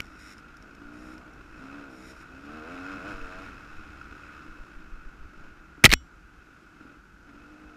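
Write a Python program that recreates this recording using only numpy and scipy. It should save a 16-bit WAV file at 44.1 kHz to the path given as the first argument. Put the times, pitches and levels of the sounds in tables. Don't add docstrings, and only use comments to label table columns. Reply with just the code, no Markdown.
import sys
import numpy as np
from scipy import signal
from scipy.fft import rfft, irfft, next_fast_len
from scipy.io import wavfile
from scipy.ndimage import uniform_filter1d

SR = 44100
rng = np.random.default_rng(int(sys.argv[2]) if len(sys.argv) > 2 else 0)


def gain_from_db(level_db):
    decades = np.asarray(level_db, float) / 20
    return 10 ** decades


def unload_audio(sound):
    columns = np.transpose(np.atleast_2d(sound))
    steps = np.round(np.clip(columns, -1, 1) * 32767)
    wavfile.write(sys.argv[1], SR, steps.astype(np.int16))


N = 342216

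# pitch_hz, level_db (per Hz for noises) # faint air hiss
HISS_SPECTRUM = [(1800, -40), (3000, -2), (4300, -4.5), (5400, -4.5), (6900, -7), (9200, -16),
                 (11800, -15.5), (13200, -16), (15500, -45)]
WIND_SPECTRUM = [(5, -27), (10, -1), (30, 1.5), (60, 3.5), (100, -10.5), (160, -13), (260, -32),
                 (500, -120)]
ROLL_SPECTRUM = [(71, -31), (120, -12), (167, 1.5), (232, -6.5), (323, -0.5), (544, -20.5), (821, -13.5),
                 (1050, -16.5), (1440, 3.5), (1800, -15), (2600, -15), (3200, -28), (4160, -60),
                 (7040, -120)]
RATTLE_SPECTRUM = [(1000, -32), (1800, -3.5), (2340, -3.5), (3300, -19), (3800, -9), (4700, -21),
                   (4970, -7), (5600, -5), (6100, -23), (6950, -9.5), (7800, -21), (8400, -18),
                   (12300, -24), (15600, -40)]
SNAP_SPECTRUM = [(350, -1), (850, -21.5), (2200, 0), (6000, -6), (9000, -16.5), (14500, -19.5),
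                 (15600, -48)]
PIPE_SPECTRUM = [(130, -18), (190, -9), (240, -3), (295, 5), (365, -17), (450, -8), (540, -15), (640, -10),
                 (720, -15), (830, -19), (950, -22), (1250, -19), (1500, -40)]
BURBLE_SPECTRUM = [(59, -37), (100, 1), (179, -7.5), (206, 1.5), (257, -5.5), (302, 5), (380, -8),
                   (524, -11), (806, -14.5), (1100, -11.5), (1430, -32.5), (2420, -120)]
CLATTER_SPECTRUM = [(500, -40), (750, -19), (1000, -16.5), (1300, -2), (1450, 1), (1700, -12), (2060, -17),
                    (2190, -13.5), (2400, -17), (2580, -7), (2750, -18), (3300, -25.5), (4400, -30.5),
                    (6500, -84.5)]
GRIT_SPECTRUM = [(2000, -44.5), (3300, -10), (3900, -5), (4650, -12), (5000, -2), (5600, -6.5), (6150, -14),
                 (6950, -9), (7750, -19.5), (8400, -16), (9200, -21.5), (12400, -24.5), (14000, -32.5),
                 (16000, -70.5)]

# time_s, rumble_db
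GUSTS = [(0, -59), (.35, -61), (1.4, -57), (1.8, -61), (2.8, -61), (3.3, -55), (3.8, -56), (4.3, -60),
         (5.0, -57), (6.1, -58), (6.5, -63), (7.4, -58), (7.76, -61)]
# time_s, peak_db
TICKS = [(0.0184, -52), (0.0314, -61), (0.044, -58), (0.056, -56), (0.067, -55), (0.3815, -51),
         (0.5693, -52.5), (0.625, -54.5), (0.7505, -53.5), (1.18, -53), (1.335, -58), (2.4567, -60),
         (5.4097, -62)]
# start_s, end_s, first_db, last_db, regular_share (0-1)
BUZZES = [
    (.01, 0.215, -72, -64, 0.5),
    (0.34, 0.409, -70, -64, .2),
    (0.181, 0.351, -57, -52.5, 0.42),
    (0.907, 1.17, -67, -60, 0.1),
    (1.548, 1.7, -68, -69, 0.4),
    (1.882, 2.144, -65.5, -53, 0.15),
    (2.121, 2.243, -67, -59.5, 0.28),
    (3.045, 3.133, -67, -60, 0.23),
]
# time_s, peak_db, half_length_s
BUMPS = [(0.861, -43, 0.0091), (1.362, -70, 0.013), (1.508, -50, 0.012), (3.15, -34, 0.0085),
         (3.362, -39.5, 0.0093), (3.451, -52, 0.011), (3.788, -37.5, 0.015), (4.495, -39, 0.0094),
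         (4.606, -34.5, 0.0073), (4.773, -36, 0.011), (4.848, -42, 0.014), (4.932, -30, 0.0078),
         (4.984, -38, 0.0097), (5.067, -31.5, 0.0078), (5.219, -35.5, 0.011), (5.379, -40, 0.01),
         (5.444, -39.5, 0.018)]
# time_s, peak_db,
# half_length_s, direction (1 or -1)
PUSHES = [(3.225, -32.5, 0.016, -1), (3.246, -34, 0.0084, 1), (3.74, -42, 0.018, -1),
          (5.8413, -10.5, 0.00084, 1), (5.8495, -7.5, 0.0016, 1), (5.8595, -30.5, 0.0011, 1),
          (5.8685, -22.5, 0.0014, -1), (5.8755, -20, 0.00068, 1), (5.882, -25.5, .002, 1),
          (5.8925, -19, 0.0026, -1), (5.902, -19.5, 0.0059, 1), (5.93, -28, 0.00079, 1),
          (5.941, -24.5, 0.006, -1)]
# time_s, peak_db, ring_hz, ring_t60_s, snap_db (over the ring)
STRIKES = [(.0035, -15.5, 2290, 0.011, -7), (5.8396, -6.5, 2160, 0.012, 1.5),
           (5.8424, 20, 2430, 0.0063, -21), (5.8472, -3.5, 1890, 0.021, 1.5),
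           (5.8523, -13, 3108, 0.014, 0.5), (5.851, -17, 2480, 0.018, -20), (5.8534, 4.5, 3860, .012, 2),
           (5.853, -19.5, 3404, 0.017, -25), (5.8588, 5, 1939, .022, -8.5), (5.863, -11, 2380, 0.02, -21),
           (5.869, -25.5, 2012, 0.016, -21.5), (5.879, -42.5, 1990, 0.016, 0.5),
           (5.891, -36, 2521, .01, -6), (5.893, -22, 2037, 0.019, -10.5), (5.903, -19, 2172, 0.033, -17.5),
           (5.908, -35.5, 2020, 0.028, -8.5), (5.915, -21, 1969, 0.016, -5), (5.916, -6, 3773, .012, -19),
           (5.921, -8.5, 2236, 0.031, -19), (5.9275, -8, 2432, 0.018, 1), (5.93, -12, 1956, 0.023, -20),
           (5.9359, -3, 1837, 0.012, -8.5), (5.937, -8.5, 2496, 0.015, 5)]
# time_s, level_db
DRAG = [
    (5.86, -88),
    (5.866, -34),
    (5.884, -64),
    (5.903, -43.5),
    (5.913, -50.5),
    (5.94, -37),
    (5.955, -89),
    (5.97, -104),
]
# pitch_hz, level_db, t60_s
BUCKLE = [(66, 17, .2), (255, 9, .13), (2164, -5, .16), (2977, 0, .2), (3348, -6, .19), (3731, -12, .17),
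          (4200, -16, .15), (5351, -18, .15), (5475, -18, .2), (5647, -3, .25), (6621, -12, .1),
          (7504, -11, .33)]
# time_s, gain_db
COVER = [
    (5.825, 0.5),
    (5.84, 9.5),
    (5.991, -10),
    (6.01, -1.5),
]
# time_s, peak_db
POPS = [(1.579, -40), (5.32, -48), (5.409, -43), (5.457, -50), (5.78, -38), (6.25, -51), (6.488, -47),
        (6.763, -47), (6.81, -37), (6.852, -36), (6.899, -40), (6.924, -43), (6.971, -42), (7.266, -47),
        (7.32, -46)]
# time_s, firings_hz
SPEED = [(0, 52.7), (.55, 51.4), (.75, 55.97), (1.14, 63.24), (1.48, 59.22), (1.58, 61.7), (1.77, 72.1),
         (1.96, 63.43), (2.33, 64.72), (2.91, 95.87), (3.45, 94.67), (3.58, 75.5), (4.4, 70.08),
         (4.86, 53.57), (5.65, 44), (7.15, 44.87), (7.61, 51.6), (7.76, 49.86)]
# middle_s, half_length_s,
# change_share (below 0 sags)
SPEED_BENDS = [
    (1.66, 0.082, 0.016),
    (1.83, 0.067, 0.024),
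    (2.54, 0.092, 0.0057),
    (2.629, .08, -.035),
    (2.73, .07, .025),
    (2.83, 0.048, -0.008),
    (3.0, .06, -.1),
    (3.096, .06, 0.074),
    (3.27, .2, -0.047),
    (6.602, 0.38, .13),
]
# open_s, shut_s, added_regular_share (below 0 when
THROTTLE = [(0, .6, .15), (.6, .8, .35), (.8, 1.2, .72), (1.2, 1.42, .2), (1.58, 1.86, .68),
            (1.86, 2.14, .62), (2.29, 2.47, .62), (2.47, 2.98, .76), (2.99, 3.14, .6), (3.14, 3.22, .2),
            (3.22, 3.47, .58), (4.2, 4.46, .03), (5.36, 5.52, 0), (6.79, 6.95, .15), (6.99, 7.24, -.1),
            (7.26, 7.43, .5), (7.43, 7.9, .72)]
# exhaust_db, clatter_db, harmonics_above_400_hz_db
PULL = [(2, 2, -4), (2, -0.5, 2), (8, 0, -4.5), (3, -2, 1.5), (8, 1.5, -3), (5.5, -2.5, 0), (5, -0.5, -2.5),
        (7.5, 2, 2), (6.5, 2, 5), (3, 0.5, 5), (2, 0.5, 9.5), (-1.5, 1.5, 6), (4.5, 4, 0), (5, 6.5, 0),
        (-2, -5, 4), (7.5, 4, -4), (7.5, 3, -1.5)]

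MID_HZ = 60


def evened(x):
    return x / np.sqrt(np.mean(x ** 2) + 1e-20)


def over_time(rows):
    return np.interp(np.arange(N) / SR, *np.transpose(rows))


def read_spectrum(points, hz):
    point_hz, point_db = np.transpose(points)
    return np.interp(np.log(hz + 1), np.log(point_hz + 1), point_db)


def colour(x, points):
    size = next_fast_len(N)
    gain = gain_from_db(read_spectrum(points, np.fft.rfftfreq(size, 1 / SR)))
    return evened(irfft(rfft(x, size) * gain, size)[:N])


def white():
    return rng.standard_normal(N)


def drift(rate_hz):
    slow = signal.butter(2, rate_hz, fs=SR, output="sos")
    return evened(signal.sosfilt(slow, white()))


def add(mix, time_s, sound):
    part = mix[max(round(time_s * SR), 0):][:len(sound)]
    part += sound[:len(part)]


def firing_rate():
    t = np.arange(N) / SR
    bend = np.ones(N)
    for middle_s, half_s, share in SPEED_BENDS:
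        place = np.clip((t - middle_s) / half_s, -1, 1)
        bend += share * np.cos(np.pi / 2 * place) ** 2
    return over_time(SPEED) * bend


def wind():
    lumps = gain_from_db(2.5 * drift(8))
    rumble = gain_from_db(over_time(GUSTS) + 3.0) * colour(lumps * white(), WIND_SPECTRUM)
    hiss_db = -71 + 4.0 * np.log2(firing_rate() / MID_HZ)
    return rumble + gain_from_db(hiss_db) * colour(white(), HISS_SPECTRUM)


def tyres():
    return gain_from_db(-55.5) * colour(white(), ROLL_SPECTRUM)


def ticks():
    out = np.zeros(N)
    t = np.arange(500) / SR
    scratch = colour(white(), RATTLE_SPECTRUM)
    ring = np.sin(2 * np.pi * 5530 * t)
    for time_s, peak_db in TICKS:
        fade = gain_from_db(peak_db - 60 * t / 0.02)
        add(out, time_s, fade * (ring + scratch[round(time_s * SR):][:len(t)]))
    return out


def buzz():
    out = np.zeros(N)
    tap = rng.standard_normal(300) * gain_from_db(-60 * np.arange(300) / SR / 0.021)
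    hiss = white()
    for start_s, end_s, first_db, last_db, share in BUZZES:
        t = np.arange(0, end_s - start_s, 1 / SR)
        hits = np.diff(np.floor(98 * t), prepend=-1)
        taps = signal.oaconvolve(hits, tap)[:len(t)]
        loose = hiss[round(start_s * SR):][:len(t)]
        mix = np.sqrt(share) * evened(taps) + np.sqrt(1 - share) * loose
        level = gain_from_db(np.linspace(first_db, last_db, len(t)))
        add(out, start_s, level * mix * signal.windows.tukey(len(t), .25))
    return colour(out, RATTLE_SPECTRUM) * np.sqrt(np.mean(out ** 2))


def jolts(rows):
    out = np.zeros(N)
    for time_s, peak_db, half_s, *direction in rows:
        u = np.arange(-3, 8, 1 / (half_s * SR))
        pull = np.exp(-u ** 2)
        rebound = .45 * np.exp(-((u - 2.2) / 1.8) ** 2)
        add(out, time_s - 3 * half_s, np.sign(direction or 1) * gain_from_db(peak_db) * (rebound - pull))
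    return out


def buckle():
    t = np.arange(SR // 4) / SR
    ring = np.zeros(len(t))
    for hz, level_db, t60_s in BUCKLE:
        ring += gain_from_db(-45.5 + level_db - 60 * t / t60_s) * np.sin(2 * np.pi * hz * t)
    out = np.zeros(N)
    add(out, 5.937, ring)
    return out


def strikes():
    crackle = colour(white(), SNAP_SPECTRUM)
    out = gain_from_db(over_time(DRAG) + 1.4 * drift(300)) * crackle
    t = np.arange(2600) / SR
    onset = 1 - np.exp(-t / 0.00019)
    for time_s, peak_db, hz, t60_s, snap_db in STRIKES:
        wobble = evened(uniform_filter1d(rng.standard_normal(len(t)), size=30))
        ring = np.sin(2 * np.pi * hz * t + 0.8 * wobble) * gain_from_db(-60 * (t / t60_s) ** 0.88)
        snap = crackle[round(time_s * SR):][:len(t)] * gain_from_db(snap_db - 60 * t / (0.54 * t60_s))
        add(out, time_s, gain_from_db(peak_db) * onset * (ring + snap))
    return out


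def pops():
    out = np.zeros(N)
    t = np.arange(2200) / SR
    ring = np.sin(2 * np.pi * 283 * t)
    onset = 1 - np.exp(-t / 0.00051)
    for time_s, peak_db in POPS:
        soft = uniform_filter1d(uniform_filter1d(rng.standard_normal(len(t)), size=12), size=16)
        puff = evened(soft) * gain_from_db(-10.5 - 60 * t / 0.036)
        add(out, time_s, gain_from_db(peak_db - 4.0 - 60 * t / 0.063) * onset * (ring + puff))
    return out


def throttle():
    t = np.arange(N) / SR
    ramp_s = .08
    held = [np.clip(np.minimum(t - open_s, shut_s - t) / ramp_s + .5, 0, 1)
            for open_s, shut_s, _ in THROTTLE]
    added_share = np.asarray(THROTTLE)[:, 2]
    return np.column_stack([added_share, PULL]).T @ held


def exhaust_drone(hz, turns, lift_db):
    drone = np.zeros(N)
    for k in range(2, 22):
        wander_db = (1.5 + .15 * k) * drift(5)
        level_db = read_spectrum(PIPE_SPECTRUM, k * hz) + lift_db * (k * hz > 400) + wander_db
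        drone += gain_from_db(level_db) * np.cos(2 * np.pi * (k * turns + rng.random()))
    return drone / np.sqrt(uniform_filter1d(drone ** 2, size=6000))


def frame_shake(hz, turns):
    resonance = 1 / np.hypot(1, (hz - 75) / 13.3)
    return gain_from_db(-57.5 + 4 * drift(12) + 2.0 * drift(1.5)) * resonance * np.cos(2 * np.pi * turns)


def firing_swell(turns):
    strength = rng.standard_normal(1000)[turns.astype(int)]
    swell = 1 + .9 * np.sin(np.pi * (turns % 1) ** .6) ** 2 * gain_from_db(2.5 * strength)
    return swell / np.sqrt(uniform_filter1d(swell ** 2, size=8000))


def engine():
    hz = firing_rate() * (1 + .004 * drift(12))
    turns = np.cumsum(hz) / SR
    octaves = np.log2(hz / MID_HZ)
    added_share, exhaust_db, clatter_db, lift_db = throttle()
    regular = .15 + added_share

    drone = exhaust_drone(hz, turns, lift_db)
    swell = firing_swell(turns)
    burble = colour(swell * white(), BURBLE_SPECTRUM)
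    exhaust = np.sqrt(regular) * drone + np.sqrt(1 - regular) * burble

    clatter = colour(swell * white(), CLATTER_SPECTRUM)
    clatter += gain_from_db(-19.0) * colour(swell * gain_from_db(0.69 * drift(30)) * white(), GRIT_SPECTRUM)

    exhaust *= gain_from_db(-56.5 + 10 * octaves + exhaust_db)
    clatter *= gain_from_db(-55 + 15 * octaves + clatter_db)
    return exhaust + clatter + frame_shake(hz, turns)


def scene():
    bike = gain_from_db(over_time(COVER)) * (tyres() + engine()) + buzz() + pops()
    helmet = jolts(BUMPS) + jolts(PUSHES) + ticks()
    branch = strikes() + buckle()
    return (wind() + helmet + branch + bike)[None]


def roll_off(x):
    return signal.sosfilt(signal.butter(12, 15600, fs=SR, output="sos"), x)


def record(dry):
    clipped = np.clip(dry, -.97, .97)
    band_limit = signal.firwin(255, 15500, fs=SR)[None]
    mix = signal.oaconvolve(clipped, band_limit, "same")
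    return roll_off(mix)


dry = scene()
out = record(dry)
unload_audio(out)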